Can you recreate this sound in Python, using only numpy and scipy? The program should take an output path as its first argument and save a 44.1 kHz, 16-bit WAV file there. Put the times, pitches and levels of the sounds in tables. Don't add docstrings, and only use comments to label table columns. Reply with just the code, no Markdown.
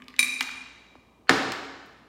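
import sys
import numpy as np
from scipy import signal
from scipy.fft import rfft, irfft
from scipy.io import wavfile

SR = 44100
rng = np.random.default_rng(int(sys.argv[2]) if len(sys.argv) > 2 else 0)


def elevation(decibels):
    levels = np.asarray(decibels, float)
    return 10 ** (levels / 20)


def master_out(mix):
    frames = np.transpose(np.atleast_2d(mix))
    ceiling = np.clip(frames, -1, 1)
    pcm = np.round(ceiling * 32767).astype(np.int16)
    wavfile.write(sys.argv[1], SR, pcm)


N = 91728
CRACK_T60 = 0.0027


def read(points, hz):
    f, value = np.transpose(points)
    return np.interp(np.log(hz + 1), np.log(f + 1), value)


def add(mix, s, sound):
    part = mix[round(s * SR):][:len(sound)]
    part += sound[:len(part)]


def coloured_noise(gain):
    spectrum = rfft(rng.standard_normal(N)) * gain(np.fft.rfftfreq(N, 1 / SR))
    y = irfft(spectrum, N)
    return y / np.sqrt(np.mean(y ** 2))


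def pulse(gain):
    log_gain = np.log(gain(abs(np.fft.fftfreq(4096, 1 / SR))) + 1e-4)
    phase = -signal.hilbert(log_gain).imag
    return np.fft.ifft(np.exp(log_gain + 1j * phase)).real[:2048]


def blow(points):
    y = pulse(lambda f: elevation(read(points, f)))
    return y / np.linalg.norm(y)


def ring(modes, tilt_db=0., rise_cycles=0.):
    t = np.arange(SR) / SR
    out = np.zeros(SR)
    for hz, db, t60 in modes:
        decay = elevation(db + tilt_db * np.log2(hz / 2400) - 60 * t / t60)
        rise = 1 - np.exp(-t * hz / max(rise_cycles, .01))
        out += decay * np.sin(2 * np.pi * hz * t) * rise
    return out


def burst(gain, t60, rise_s=.0004):
    t = np.arange(2048) / SR
    puff = rng.standard_normal(2048) * elevation(-60 * t / t60) * np.minimum(t / rise_s, 1)
    y = signal.fftconvolve(puff, pulse(gain))[:2048]
    return y / abs(y).max()


def crack():
    def gain(f):
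        ratio = f / 7250
        return ratio ** 3 / (1 + ratio ** 5.67)
    return burst(gain, CRACK_T60)


# (frequency [Hz], t60 [s])
ROOM_DECAY = [(100, .9), (400, 1.21), (1100, 1.22), (3000, 1.227), (7000, 1.022), (11000, 0.54),
              (16000, 0.43)]
# (frequency [Hz], level [dB])
ROOM_TONE = [(100, 0), (400, 2), (1200, 0), (3000, -2), (8000, -2), (16000, 1)]


def tail():
    gap_s = 0.0031
    hz, t, z = signal.stft(rng.standard_normal(N + 512), SR, nperseg=256)
    fade_db = read(ROOM_TONE, hz)[:, None] - 60 * t / read(ROOM_DECAY, hz)[:, None]
    y = signal.istft(z * elevation(fade_db), SR, nperseg=256)[1][:N]
    y = y * np.clip(np.arange(N) / SR / gap_s - 1, 0, 1)
    return y / np.linalg.norm(y)


# (time [s], level [dB])
ECHOES = [(.0035, -9), (.0055, -9), (.011, -23), (0.015, -9)]


def room(x, wet_db, echo_db=-5.6):
    h = elevation(wet_db) * tail()
    h[0] = 1
    for s, db in ECHOES:
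        h[round(s * SR)] += elevation(db + echo_db)
    return signal.fftconvolve(x, h)[:N]


# (frequency [Hz], level [dB])
HISS_COLOUR = [(15, -37), (25, -6.5), (263, 0), (531, -7.5), (659, -8.5), (1230, -7.5), (1400, -26),
               (2350, -22.5), (16000, -39.5)]


def background():
    hiss_db, hum_db, hum_hz = -60, -66, 59.5
    earlier_db, earlier_fall = -59, 50
    t = np.arange(N) / SR

    def rattle_colour(f):
        ice_band = 1 / (1 + (2.7 * (f / 2200 - 2200 / (f + 1))) ** 2)
        cup_band = 4 / (1 + ((f - 200) / 45) ** 2)
        return ice_band + .03 + cup_band

    hiss = elevation(hiss_db) * coloured_noise(lambda f: elevation(read(HISS_COLOUR, f)))
    hum = elevation(hum_db) * np.sin(2 * np.pi * hum_hz * t)
    earlier = elevation(earlier_db - earlier_fall * t) * coloured_noise(rattle_colour)
    return hiss + hum + earlier


def plop():
    start_s, level_db = .9543, -38
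    from_hz, to_hz, fall_s = 1350, 255, .0017
    t60, steady_part = .1, .35
    out, t = np.zeros(N), np.arange(4000) / SR
    fall = np.exp(-t / fall_s)
    hz = to_hz + (from_hz - to_hz) * fall
    loudness = elevation(level_db - 60 * t / t60) * (steady_part + (1 - steady_part) * fall)
    add(out, start_s, loudness * np.sin(2 * np.pi * np.cumsum(hz) / SR))
    return out


SCRAPE_HZ = [1290, 2850, 4440]


def scrape():
    start_s, end_s, level_db = 1.277, 1.294, -37.5
    t = np.arange(N) / SR
    grow = np.clip((t - start_s) / (end_s - start_s), 0, 1) * (t < end_s)
    rub = coloured_noise(lambda f: sum(1 / (1 + ((f - hz) / 250) ** 2) for hz in SCRAPE_HZ))
    return elevation(level_db) * grow * rub


# (frequency [Hz], level [dB], t60 [s])
CUP = [(257, -1.5, .16), (420, -4.5, .03), (1095, -10.5, 0.15), (1190, -0.5, 0.076)]


def cup_thump(rise_cycles):
    return ring(CUP, rise_cycles=rise_cycles)


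# (time [s], level [dB], body frequency [Hz], crack level [dB], thump into the cup [dB])
ICE_TICKS = [(.001, -47, 1500, -24, 12), (.0205, -34, 2000, -22, -2), (.041, -51, 4500, -18, -2),
             (.082, -30, 3000, -18, -1), (.103, -44, 2200, -14, 5), (.130, -47, 2000, -16, 3),
             (.1405, -34, 2000, -22, -6), (.1638, -33, 2800, -26, -10), (.1868, -30, 2000, -24, -9),
             (.4078, -12, 3700, -14, -13), (.4082, -17, 1300, -26, -13), (.4105, -14, 2000, -18, -12),
             (.4275, -26, 5000, -18, -12), (.4915, -26, 1900, -34, -12), (.512, -35, 5500, -22, -12),
             (1.271, -44, 1800, -24, -10), (1.276, -46, 1800, -24, -10), (1.426, -45, 13000, -6, -20),
             (1.520, -21, 3600, -19, -14), (1.5205, -36, 13000, -6, -20), (1.56, -52, 13000, -6, -20),
             (1.645, -57, 13000, -6, -20), (1.860, -54, 12500, -8, -20), (1.868, -59, 12500, -8, -20)]


def ice():
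    body_t60 = 0.011
    out, cup = np.zeros(N), cup_thump(0.98)
    for s, db, hz, crack_db, thump_db in ICE_TICKS:
        body = burst(lambda f: 1 / (1 + (f / hz - hz / (f + 1)) ** 2) ** 1.3, body_t60)
        add(out, s, elevation(db) * (body + elevation(crack_db) * crack()))
        add(out, s, elevation(db + thump_db - 13) * cup)
    return room(out, wet_db=-6.5, echo_db=-7)


STEEL_HZ = [2095, 2353, 2410, 3279, 3830, 3866, 4449, 5135, 6044, 8700, 9075, 10890, 11150, 12820]
# (level [dB], t60 [s])
STEEL_RING = [(-12, .03), (-1.5, 0.084), (0, 0.11), (-18, .03), (-10, 0.069), (-4, .06), (-3, 0.015),
              (-14.5, 0.058), (-17, 0.13), (-14.5, 0.054), (-8.5, 0.074), (-41, 0.055), (-15, .09),
              (-22.5, 0.057)]
# (frequency [Hz], level [dB])
SHIMMER = [(300, -21), (1100, -9), (2800, -8.5), (5200, 3.5), (9000, -7.5), (16000, -11)]
# (time [s], level [dB], brightness [dB per octave])
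STRIKES = [
    (0.1918, -6, 0.65),
    (.204, -22, -4.5),
    (0.228, -14, -0.6),
    (.4078, -44, 9),
]


def steel():
    thump_db, snap_db, shimmer_db = -20, -1, -5
    out, hits = np.zeros(N), np.zeros(N)
    modes = [(hz, db, t60) for hz, (db, t60) in zip(STEEL_HZ, STEEL_RING)]
    shimmer = blow(SHIMMER)
    thump = elevation(thump_db) * cup_thump(.8)
    for s, db, tilt_db in STRIKES:
        add(out, s, elevation(db - 6.5) * (ring(modes, tilt_db, rise_cycles=0.52) + thump))
        add(out, s, elevation(db + snap_db) * crack())
        add(hits, s, elevation(db + shimmer_db) * shimmer)
    return room(out, wet_db=-4.5, echo_db=-1.5) + signal.fftconvolve(hits, tail())[:N]


# (frequency [Hz], level [dB], t60 [s])
TABLE = [(67.7, -34, 0.11), (126.2, -22, 0.18), (184, -19, .15), (275.3, -16, .35), (338, -15, 0.16),
         (436, -6, 0.06), (779, -7.5, 0.058), (931, -0.5, 0.017), (1345, 1.5, 0.014), (1526, 6.5, 0.012),
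         (1728, 8.5, 0.012), (2100, 1, 0.016), (2953, -5.5, 0.014), (4500, -31, 0.023)]
# (frequency [Hz], level [dB])
KNOCK_COLOUR = [(59, -66), (100, -52), (721, -38), (1760, -13), (3190, -3), (4980, -3.5), (6020, -14.5),
                (16000, -36.5)]
# (frequency [Hz], level [dB])
SPREAD = [(35, -49), (60, -20.5), (233, -13.5), (274, -6), (380, -14), (1200, -9), (1380, -10.5),
          (4860, -19), (16000, -49.5)]


def knock():
    land_s = 1.2938
    wood_db, crack_db, spread_db = -5, -6.5, 9
    out, spread = np.zeros(N), np.zeros(N)
    add(out, land_s, elevation(wood_db) * ring(TABLE, rise_cycles=1.29))
    landing_crack = burst(lambda f: elevation(read(KNOCK_COLOUR, f)), t60=0.017)
    add(out, land_s, elevation(crack_db) * landing_crack)
    add(spread, land_s, elevation(spread_db) * blow(SPREAD))
    return room(out, wet_db=-7.5) + signal.fftconvolve(spread, tail())[:N]


def scene():
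    mix = ice() + plop() + steel() + knock() + scrape() + background()
    return mix[None]


def band_limit(x):
    return signal.sosfilt(signal.butter(12, 17000, fs=SR, output="sos"), x)


def record(dry):
    low_cut = signal.butter(4, 50, "high", fs=SR, output="sos")
    high_cut = signal.cheby2(10, 40, 16600, fs=SR, output="sos")
    band = signal.sosfilt(high_cut, signal.sosfilt(low_cut, dry))
    return band_limit(band)


dry = scene()
out = record(dry)
master_out(out)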